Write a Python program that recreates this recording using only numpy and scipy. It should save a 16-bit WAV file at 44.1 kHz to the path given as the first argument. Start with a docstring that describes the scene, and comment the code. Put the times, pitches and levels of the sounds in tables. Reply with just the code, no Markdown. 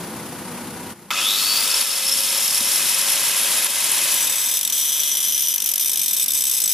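"""In a wheel arch beside a jacked-up car with its engine idling, an angle grinder is switched on.
It runs up and whines free: motor noise, fan hiss and gear tones ring through housing and guard.
Then its flap disc meets the rim of the turning brake disc, hopping: grit noise and a pattern repeating
each turn drive the steel's resonances, while motor and fan are heard more faintly. The steady idle is pulsed
noise, heard quieter from .93 s and quieter still under the grinding; dull knocks and street rumble lie behind."""
import sys
import numpy as np
from scipy import signal
from scipy.fft import rfft, irfft, next_fast_len
from scipy.io import wavfile
from scipy.ndimage import uniform_filter1d

SR = 44100
rng = np.random.default_rng(int(sys.argv[2]) if len(sys.argv) > 2 else 0)


def generate_wav(sig):
    """Save sig (samples, or channels by samples) to the path in sys.argv[1] as 16-bit PCM at SR."""
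    pcm = np.round(np.clip(np.atleast_2d(sig).T, -1, 1) * 32767).astype(np.int16)
    wavfile.write(sys.argv[1], SR, pcm)


N = 296918
START_S, TOUCH_S = 1.105, 4.105   # switch on; flap disc laid on the rim


def amp(db):
    """Decibels to gain."""
    return 10 ** (np.asarray(db) / 20)


def unit(x):
    """Scale to rms 1."""
    return x / np.sqrt(np.mean(x ** 2) + 1e-20)


def clock():
    """Time of every sample in seconds."""
    return np.arange(N) / SR


def in_time(rows):
    """Join a table of times and levels by straight lines, at every sample."""
    s, level_db = np.transpose(rows)
    return np.interp(clock(), s, level_db)


def colour(x, points):
    """Filter by a (frequency [Hz], level [dB]) curve on a log frequency axis."""
    size = next_fast_len(N + 4096)
    hz, db = np.transpose(points)
    log_hz = np.log(np.maximum(np.arange(size // 2 + 1) * SR / size, 1))
    gain = amp(np.interp(log_hz, np.log(hz), db))
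    return irfft(rfft(x, size) * gain, size)[..., :N]


def noise(spectrum):
    """Two unrelated draws of coloured noise: one for what left and right share, one for what differs."""
    return unit(colour(rng.standard_normal((2, N)), spectrum))


def resonate(x, hz, width):
    """Two-pole resonance with gain 1 on top; a narrower width [Hz] rings longer."""
    r = np.exp(-np.pi * width / SR)
    zeros = np.array([1, 0, -1]) * (1 - r * r) / 2
    poles = [1, -2 * r * np.cos(2 * np.pi * hz / SR), r * r]
    return signal.lfilter(zeros, poles, x + 1e-18)


def drift(rate):
    """Slow chance with spread 1: noise through two equal low-passes at rate [Hz]."""
    r = np.exp(-2 * np.pi * rate / SR)
    return unit(signal.lfilter([1], [1, -2 * r, r * r], rng.standard_normal(N + SR))[SR:])


def swell(at, heights, rise_s, fall_s):
    """Envelope that rises fast and dies away after each given time; lone tops reach the given heights."""
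    marks, t = np.zeros(N), np.arange(int(.08 * SR)) / SR
    np.add.at(marks, np.minimum((np.asarray(at) * SR).astype(int), N - 1), heights)
    shape = (1 - np.exp(-t / rise_s)) * np.exp(-t / fall_s)
    return signal.fftconvolve(marks, shape / shape.max())[:N]


# free speed, still creeping up until the touch
FREE_TURNS_PER_S, CREEP_TURNS_PER_S2 = 151.4, 3.24
# speed missing at the start: quick and slow part
JUMP_TURNS_PER_S, JUMP_S, CLIMB_TURNS_PER_S, CLIMB_S = 89.1, .1007, 37.2, .56
# speed lost under load: quick and slow part
BITE_TURNS_PER_S, BITE_S, DRAG_TURNS_PER_S, DRAG_S = 5.2, .08, 49, 4.4


def spindle():
    """Turns per second: a jump and a slow climb after the switch, a quick and a slow loss under load."""
    on = np.maximum(clock() - START_S, 0)
    load = np.maximum(clock() - TOUCH_S, 0)
    free = FREE_TURNS_PER_S + CREEP_TURNS_PER_S2 * (on - load)
    missing = JUMP_TURNS_PER_S * np.exp(-on / JUMP_S) + CLIMB_TURNS_PER_S * np.exp(-(on / CLIMB_S) ** 2)
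    bite = BITE_TURNS_PER_S * (1 - np.exp(-load / BITE_S))
    drag = DRAG_TURNS_PER_S * (1 - np.exp(-load / DRAG_S))
    return free - missing - bite - drag


# the big hops of the flap disc: (landing [s], scrape sunk by then [dB])
HOPS = [(4.14, -18), (4.225, -8), (4.296, -22), (4.3223, -12), (4.3553, -15), (4.3816, -11), (4.4136, -6),
        (4.5696, -3), (4.59, -10), (4.6102, -28), (4.63, -22), (4.649, -25), (4.6742, -30), (4.698, -35),
        (4.7235, -29), (5.0322, -9), (5.114, -3), (5.1686, -13), (5.2023, -13), (5.321, -11), (5.3764, -9),
        (5.405, -11), (5.4821, -12), (5.5375, -19), (5.5582, -14), (5.5792, -23), (5.6013, -29),
        (5.6196, -25), (5.641, -22), (5.659, -22), (5.7137, -15), (5.736, -21), (5.756, -21), (5.778, -24),
        (5.795, -21), (5.8576, -15), (5.8937, -15), (5.9148, -13), (5.9566, -14), (5.9715, -15),
        (5.9925, -10), (6.014, -14), (6.0594, -15), (6.0795, -16), (6.1087, -9), (6.1304, -19),
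        (6.165, -18), (6.1957, -16.5), (6.239, -10), (6.2593, -23), (6.2805, -27), (6.3037, -17),
        (6.318, -13), (6.3337, -17), (6.406, -11), (6.4202, -8), (6.4374, -18), (6.4517, -14),
        (6.4668, -15), (6.4948, -12), (6.511, -14), (6.601, -16), (6.6173, -13), (6.637, -15),
        (6.6573, -14), (6.6764, -21)]
SINK_DB_PER_S, SINK_CURVE = 1400, 0.64   # sets the air time; below 1 the sinking is steepest at first
SETTLE_S = 0.0037   # smoothing, as the disc comes down on the rim again
# share of the other turns that end a small skip, its growth, depth, calm kept round big hops
SKIP_SHARE, SKIP_GROWTH_PER_S, SKIP_DB, SKIP_CLEAR_S = .2, .15, -7.5, 0.011


def hops(turns):
    """Landing times, and the dB lost in the air: big hops as listed, small skips on chance turns."""
    s, lift_db = np.transpose(HOPS)
    laps = np.flatnonzero(np.diff(np.floor(turns))) / SR
    luck = rng.random((len(laps), 2))
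    clear = np.abs(laps[:, None] - s).min(axis=1) > SKIP_CLEAR_S
    chance = SKIP_SHARE + SKIP_GROWTH_PER_S * (laps - TOUCH_S)
    skip = (luck[:, 0] < chance) & clear & (laps > TOUCH_S)
    s = np.append(s, laps[skip])
    lift_db = np.append(lift_db, SKIP_DB * (.5 + luck[skip, 1]))
    lost_db = np.zeros(N)
    for at, db in zip((s * SR).astype(int), np.minimum(lift_db, -1)):
        air = int(np.clip(-db / SINK_DB_PER_S, .003, .022) * SR)
        sinking = db * np.linspace(0, 1, air) ** SINK_CURVE
        lost_db[at - air:at] = np.minimum(lost_db[at - air:at], sinking)
    return s, lift_db, uniform_filter1d(lost_db, size=int(SETTLE_S * SR))


# groups of spindle multiples rubbed by the worn flaps:
# (multiple [per turn], width [multiples], level [dB], loudest at [s], lasting [s])
FLAPS = [(22.5, 2.5, -10, 5.1, .5), (52.5, 1.5, -14, 4.8, .35), (64.5, 1.2, -11, 5.8, .7),
         (73.5, 1.5, -12, 4.5, .35), (89, 1.5, -14, 5.9, .35), (94.5, 2.5, -13, 4.7, .35),
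         (42, 4, -15, 5.4, 1.2), (82, 1.5, -14, 6.4, .4), (73, 1.5, -15, 5.4, .3)]


def flap_pattern(turns):
    """The worn flaps rub the same way on every turn: groups of spindle multiples that come and go."""
    k, t, out = np.arange(1025), clock(), 0
    place = turns % 1 * 2048
    for mid, width, db, loudest_s, lasting_s in FLAPS:
        phases = 2j * np.pi * rng.random((2, 1025))
        laps = irfft(np.exp(-.5 * ((k - mid) / width) ** 2 + phases))
        # read one stored lap over and over, at the spindle's pace
        rub = [np.interp(place, np.arange(2049), np.append(lap, lap[0])) for lap in laps]
        presence = np.exp(-.5 * ((t - loudest_s) / lasting_s) ** 2)
        out = out + amp(db) * presence * unit(np.array(rub))
    return out


# pressure on the rim, as scrape level before hops and wobble: (time [s], level [dB])
PRESSURE = [(4.11, -23.5), (4.6, -22), (5.0, -22), (5.5, -22.5), (6.0, -21.5), (6.73, -19.5)]
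# a first glancing touch: (time [s], peak level before wobble [dB])
BRUSH = (3.1, -16)
# light touches a turn before or after a landing: (time [s])
GRAZES = [4.6045, 4.6448, 4.6678, 4.6915, 5.4929, 5.5528, 5.6133, 5.637, 5.708, 6.0732, 6.1239, 6.1603,
          6.2941, 6.6525]
LANDING_DB, GRAZE_DB = -21, -30   # thump of a landing from a 15 dB hop; a graze, both before wobble


def contact(turns):
    """Pressure on the rim: beats with the turns, is lost in every hop and thumps on landing."""
    s, lift_db, lost_db = hops(turns)
    steady = amp(in_time(PRESSURE) + lost_db + 0.17 * drift(34)) * (clock() > TOUCH_S)
    # the higher the hop, the harder the landing
    landing_db = LANDING_DB - 0.15 * (lift_db + 15)
    landing = swell([*s, BRUSH[0]], amp(np.append(landing_db, BRUSH[1])), 0.0027, .002)
    graze = swell(GRAZES, amp(GRAZE_DB), .002, .002)
    # the disc runs out of true: the pressure varies once and twice a turn
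    wobble = amp(0.92 * np.cos(2 * np.pi * turns) + 1.1 * np.cos(4 * np.pi * turns + 0.12))
    return (steady + landing + graze) * wobble


# colour of the grit scrape: (frequency [Hz], relative level [dB per Hz])
SCRAPE = [(880, -49), (1500, -37.5), (2500, -3.5), (2730, -4.5), (3020, -2.5), (3560, -3), (4650, -0.5),
          (5130, -1), (5830, -1.5), (7230, -8), (7830, -3.5), (11700, -2), (12500, 0), (14400, -9.5),
          (15700, -17.5)]
# brake disc modes, before an 11 dB lift and their swelling; widths under 45 Hz play as 45:
# (frequency [Hz], width [Hz], level [dB])
BRAKE = [(3628, 40, -12.5), (5223, 68, -11.5), (5937, 27, -4), (6370, 130, -9), (7010, 38, -5),
         (7470, 46, -20.5), (7945, 45, -2.5), (8730, 43, -15), (9120, 70, -9), (9600, 37, -17),
         (9900, 86, -14), (10590, 140, -15.5), (11400, 100, -13), (10650, 94, -25), (12500, 12, -18),
         (12680, 190, -7), (14400, 160, -12), (14200, 75, -20)]
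# the loudest modes swell and fade as the contact spot wanders:
# (frequency [Hz], mean [dB], swing [dB], loudest at [s], period [s])
SWELLS = [(3610, 2.5, 7.5, 4.3, 1.85), (5940, 2.5, 5, 5.17, 3), (7970, 1.5, 5.5, 4.37, 2.22),
          (9100, 2, 1, 5.1, 2.9), (12700, -0.5, 4, 5.7, 2.7), (14500, -7, 7, 4.3, 3.9)]
# where the brake disc radiates little: (frequency [Hz], width [Hz], depth [0-1])
HOLLOWS = [(2720, 260, .85), (4550, 520, .9), (7250, 350, .65), (13500, 300, .45)]


def grinding(turns):
    """Grit and flaps under the contact pressure drive the brake disc's modes, which make the steel sing."""
    t = clock()
    press = contact(turns)
    flaps = press * flap_pattern(turns + .0012 * drift(30))
    drive = press * noise(SCRAPE) + amp(-17.0) * flaps
    # one hard spot gives a bright tick each turn
    hard_spot = np.exp(4.3 * (np.cos(2 * np.pi * turns - .3) - 1))
    tick = press * hard_spot * noise([(3000, -30), (9000, -3), (13000, 1.0), (15800, -1.0)])
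    out = amp(-6) * drive + flaps + amp(0.5) * tick
    for hz, width, db in BRAKE:
        nearest = min(SWELLS, key=lambda row: abs(row[0] - hz))
        loud_hz, mean_db, swing_db, loudest_s, period_s = nearest
        if abs(loud_hz / hz - 1) < .03:
            wander_db = mean_db + swing_db * np.cos(2 * np.pi * (t - loudest_s) / period_s)
        else:
            wander_db = 2.5 * drift(2)
        out += amp(db + 11.0 + wander_db) * resonate(drive, hz, max(width, 45))
    for hz, width, depth in HOLLOWS:
        out -= depth * resonate(out, hz, width)
    return out


# motor roar as the tool moves about the arch, heard more faintly while the grinding is loud,
# before throb and housing: (time [s], level [dB])
MOTOR = [(1.1, -34.5), (1.2, -27.5), (1.27, -32), (1.77, -28.5), (1.88, -30.5), (2.26, -32.5), (2.34, -29),
         (2.45, -31.5), (3.0, -28.5), (3.6, -28), (4.1, -28.5), (4.55, -36), (4.62, -40.5), (5.0, -37.5),
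         (5.5, -43), (6.73, -42)]
# colour of the roar: (frequency [Hz], relative level [dB per Hz])
ROAR = [(150, -61), (250, -15), (555, -6.5), (754, -7.5), (1010, -6.5), (1450, -5.5), (2530, 0.5),
        (5540, -6.5), (6000, -2.5), (7800, -4.5), (13200, -120)]


def motor_roar():
    """Broad motor noise following the motor's level curve."""
    return amp(in_time(MOTOR)) * noise(ROAR)


# colour of the fan hiss: (frequency [Hz], relative level [dB per Hz])
HISS = [(1760, -28), (3000, -3.5), (4210, -2.5), (5520, -1), (6040, -2), (9220, -1.5), (11000, -1.5),
        (14800, -10.5), (15700, -16.5)]
FAN_DB, FAN_POWER = -24, 1.07   # level at the free speed; power of speed, both before throb and housing
FAN_FAINT_DB, FAN_FADE_S = -37.5, 0.39   # fainter level during the grinding, before the speed's share; fade


def fan_hiss(speed):
    """Air noise that grows with speed and is heard more faintly while the grinding is loud."""
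    faded = 1 - np.exp(-np.maximum(clock() - TOUCH_S, 0) / FAN_FADE_S)
    speed_db = 20 * FAN_POWER * np.log10(speed / FREE_TURNS_PER_S)
    hiss_db = FAN_DB + speed_db + (FAN_FAINT_DB - FAN_DB) * faded
    return amp(hiss_db + 1.03 * drift(42)) * noise(HISS)


MAINS_HZ = 50
GEAR_TEETH, PINION_TEETH, BARS = 35, 10, 32   # bars: commutator segments
# bevel gear rattle, before bites and housing: (time [s], level [dB])
GEAR = [(1.1, -39), (1.17, -29), (1.26, -24), (1.77, -21), (1.87, -25), (1.97, -20.5), (3.25, -26),
        (3.5, -42), (4.1, -43), (4.6, -48), (6.73, -41)]


def bevel_gear(turns, armature):
    """Backlash: the teeth bite in short uneven bursts, and the mesh phase stumbles."""
    loose = np.clip((turns - 60) / 35, 0, 1)
    # while speeding up, each torque pulse makes one bite
    kicks = np.arange(1.1065, 2.2, 1 / (2 * MAINS_HZ))
    kick_heights = amp(2.5 * rng.standard_normal(len(kicks)))
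    kicked = 0.36 + 1.34 * swell(kicks, kick_heights, .0015, 0.0023)
    # later the bites fall at random, about 85 a second
    bites = np.flatnonzero(rng.random(N) < 85 / SR) / SR
    bite_heights = amp(3.0 * np.clip(rng.standard_normal(len(bites)), -2, 1.4))
    rattled = .22 + 1.5 * swell(bites, bite_heights, .001, .0018)
    bite = (1 - loose) * kicked + loose * rattled
    stumble = (1.2 + .7 * loose) * np.array([drift(120), drift(120)])
    mesh = 2 * np.pi * GEAR_TEETH * turns + stumble
    octave = amp(-6.0) * (0.28 + 0.76 * loose) * np.sin(2 * mesh + 2.1 * loose * drift(220))
    gear = amp(in_time(GEAR)) * bite * (np.sin(mesh) + octave)
    # an eccentric pinion splits the mesh tone into strands
    gear *= 1 + .8 * np.cos(armature)
    # each bite also jingles high in the gear case
    case = noise([(8000, -61), (9800, -3), (10700, 2), (11600, -6), (13500, -40)])
    return gear + amp(in_time(MOTOR) - 1.0) * loose * bite * case


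# armature hum, before throb and housing: (time [s], level [dB])
HUM = [(1.1, -58), (1.25, -48), (1.5, -51.5), (2.3, -46.5), (2.45, -54), (2.9, -55), (3.1, -49), (4.1, -55),
       (4.6, -68)]


def armature_tones(armature):
    """Commutator whine at the bar rate, and a hum once per armature turn."""
    whine = amp(in_time(GEAR) - 9) * np.sin(BARS * armature + 1.9 * drift(90))
    hum_db = in_time(HUM) + 2.9 * drift(6.9)
    return whine + amp(hum_db) * np.sin(armature + 0.61 * drift(7.9))


# switch and first gear blow, before the housing: (time [s], peak level [dB])
SWITCH = [(1.105, -22), (1.111, -23)]
# colour of the switch clack: (frequency [Hz], relative level [dB per Hz])
CLACK = [(300, -30), (700, 4), (1200, -3), (2600, 4.5), (6000, -16), (15000, -10)]


def switch_clack():
    """Two very short noise bursts."""
    s, peak_db = np.transpose(SWITCH)
    return swell(s, amp(peak_db), 0.00047, 0.0043) * noise(CLACK)


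# housing resonances, before a 7.5 dB trim: (frequency [Hz], width [Hz], level [dB])
HOUSING = [(586, 82, 2), (996, 180, 8), (1264, 400, -4.5), (1653, 94, 7), (2049, 47, 9), (2532, 51, 8.5),
           (3170, 500, 0.5), (3730, 140, -1), (4620, 51, -19), (5360, 150, -0.5), (8570, 99, 3),
           (11080, 2600, 5)]
# guard ringing under starting torque: (frequency [Hz], width [Hz], level at the switch [dB])
STRAIN = [(1290, 130, 13.5), (2620, 140, 6.5), (3500, 290, 6.5), (4510, 190, 6.5), (5330, 82, 10),
          (6540, 160, -12)]
STRAIN_FADE_S, THROB = 0.58, 0.13   # fade of the starting strain; depth of the mains throb [0-1]


def grinder(turns, speed):
    """Roar, hiss, gear, armature and switch, ringing in housing and guard."""
    t = clock()
    running = t > START_S
    armature = 2 * np.pi * GEAR_TEETH / PINION_TEETH * turns
    gear = bevel_gear(turns, armature) * running
    # torque pulses at twice the mains rate
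    pulse = 1 + THROB * np.cos(2 * np.pi * 2 * MAINS_HZ * (t - 1.107))
    motor = (motor_roar() + fan_hiss(speed) + armature_tones(armature)) * pulse
    drive = motor * running + gear + switch_clack()
    strain = np.exp(-np.maximum(t - START_S, 0) / STRAIN_FADE_S)
    housing = sum(amp(db - 7.5) * resonate(drive, hz, width) for hz, width, db in HOUSING)
    # a hollow between the guard's low modes
    drive -= 0.45 * resonate(strain * drive, 1700, 700)
    guard = sum(amp(db) * resonate(strain * drive, hz, width) for hz, width, db in STRAIN)
    # the mesh is heard mostly through the resonances it crosses
    return drive - 0.62 * gear + housing + guard


# level of the steady idle, heard quieter from .93 s, quieter still under the grinding:
# (time [s], level before stereo [dB])
IDLE = [(0, -31.5), (.925, -33), (.94, -44.5), (1.3, -43), (1.9, -47), (2.6, -44.5), (4.25, -47),
        (4.45, -52.5), (6.73, -51.5)]
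# colour of the exhaust and valve noise: (frequency [Hz], relative level [dB per Hz])
IDLE_COLOUR = [(15, -58), (25, -20), (59, -35), (80, -15), (241, -2.5), (291, -8), (499, -16), (653, -15.5),
               (832, -12.5), (1470, -18), (3670, -24), (4670, -24.5), (8240, -28), (10800, -21.5),
               (15700, -37.5)]
# exhaust and block resonances: (frequency [Hz], width [Hz], level [dB])
IDLE_TONES = [(87.8, 6, 0.5), (168.5, 19, -5.5), (241, 14, -4), (347, 17, 2.5), (492, 25, 5.5),
              (958, 20, 1), (1466, 21, 2)]
FIRING_HZ = 31.1


def engine():
    """Exhaust rumble and valve hiss, both pulsing with the firing."""
    beat = np.sin(2 * np.pi * FIRING_HZ * clock() + 0.74 + 0.74 * drift(1.6))
    pulsed = rng.standard_normal((2, N)) * amp(1.4 * beat + 0.73 * drift(15))
    puffs = colour(pulsed, IDLE_COLOUR)
    ringing = sum(amp(db) * resonate(puffs, hz, width) for hz, width, db in IDLE_TONES)
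    return amp(in_time(IDLE)) * unit(puffs + ringing)


# dull knocks: (time [s], envelope peak [dB], pitch [Hz])
KNOCKS = [(2.158, -34, 242), (2.609, -30, 242), (5.12, -48, 367), (6.238, -45, 188), (6.668, -47, 237)]


def knocks():
    """Something dull bumps now and then: a short low ring."""
    out = np.zeros(N)
    for s, db, hz in KNOCKS:
        out += swell([s], amp(db), 0.0019, 0.0064) * np.sin(2 * np.pi * hz * (clock() - s))
    return out


def street_rumble():
    """Distant street: low noise at -70 dB."""
    return amp(-70) * noise([(12, -20), (25, -3), (70, -15), (160, -9), (400, -60)])


def two_ears(x, side_db, lag):
    """Scattered sound reaches left and right unlike; a slope term stands for later arrival at the left."""
    side = colour(x[1] - lag * np.gradient(x[0]), side_db)
    return np.array([x[0] + side, x[0] - side])


# the tool's scattered sound that differs left to right:
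# (frequency [Hz], level against the shared sound [dB])
ARCH = [(60, -14), (99, -12), (160, -12), (270, -17), (450, -22), (740, -18), (1220, -24), (2010, -25),
        (3330, -24), (5500, -8), (9080, -6), (15000, -3.5)]
# the tool's tilt to the left: (frequency [Hz], left minus right [dB])
LEAN = [(200, 1), (700, 1.3), (1290, .3), (2380, .2), (4400, 2.2), (8120, 1.8), (15000, 1)]
# the engine's sound that differs left to right: (frequency [Hz], level against the shared sound [dB])
IDLE_SIDE = [(60, -13), (110, -9), (200, -21), (380, -20), (700, -19), (1290, -14), (2380, -14), (4400, -7),
             (8120, 2), (15000, 3)]
# the whole level dips at once and recovers: (time [s], depth [dB], recovery [s])
DIPS = [(1.83, -3, 0.28), (3.672, -6, 0.073)]


def scene():
    """Engine all around, tool a little to the left."""
    speed = spindle()
    turns = np.cumsum(speed) / SR
    left, right = two_ears(grinder(turns, speed) + grinding(turns), ARCH, lag=0.62)
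    lean = np.array(LEAN) * [1, .5]   # half the difference to each side
    tool = np.array([colour(left, lean), colour(right, lean * [1, -1])])
    idle = two_ears(engine(), IDLE_SIDE, lag=0) * amp([[.6], [-.6]])
    t = clock()
    dip_db = sum(db * (t > s) * np.exp(-np.maximum(t - s, 0) / back_s) for s, db, back_s in DIPS)
    return (tool + idle + street_rumble() + knocks()) * amp(dip_db)


def record(dry):
    """Nothing sounds above about 16 kHz; peaks are rounded."""
    cut = signal.cheby2(20, 70, 15950, fs=SR, output="sos")   # 70 dB down from 15950 Hz
    rounded = .55 * np.tanh(signal.sosfilt(cut, dry) / .55)
    return signal.sosfilt(cut, rounded)


dry = scene()
out = record(dry)
generate_wav(out)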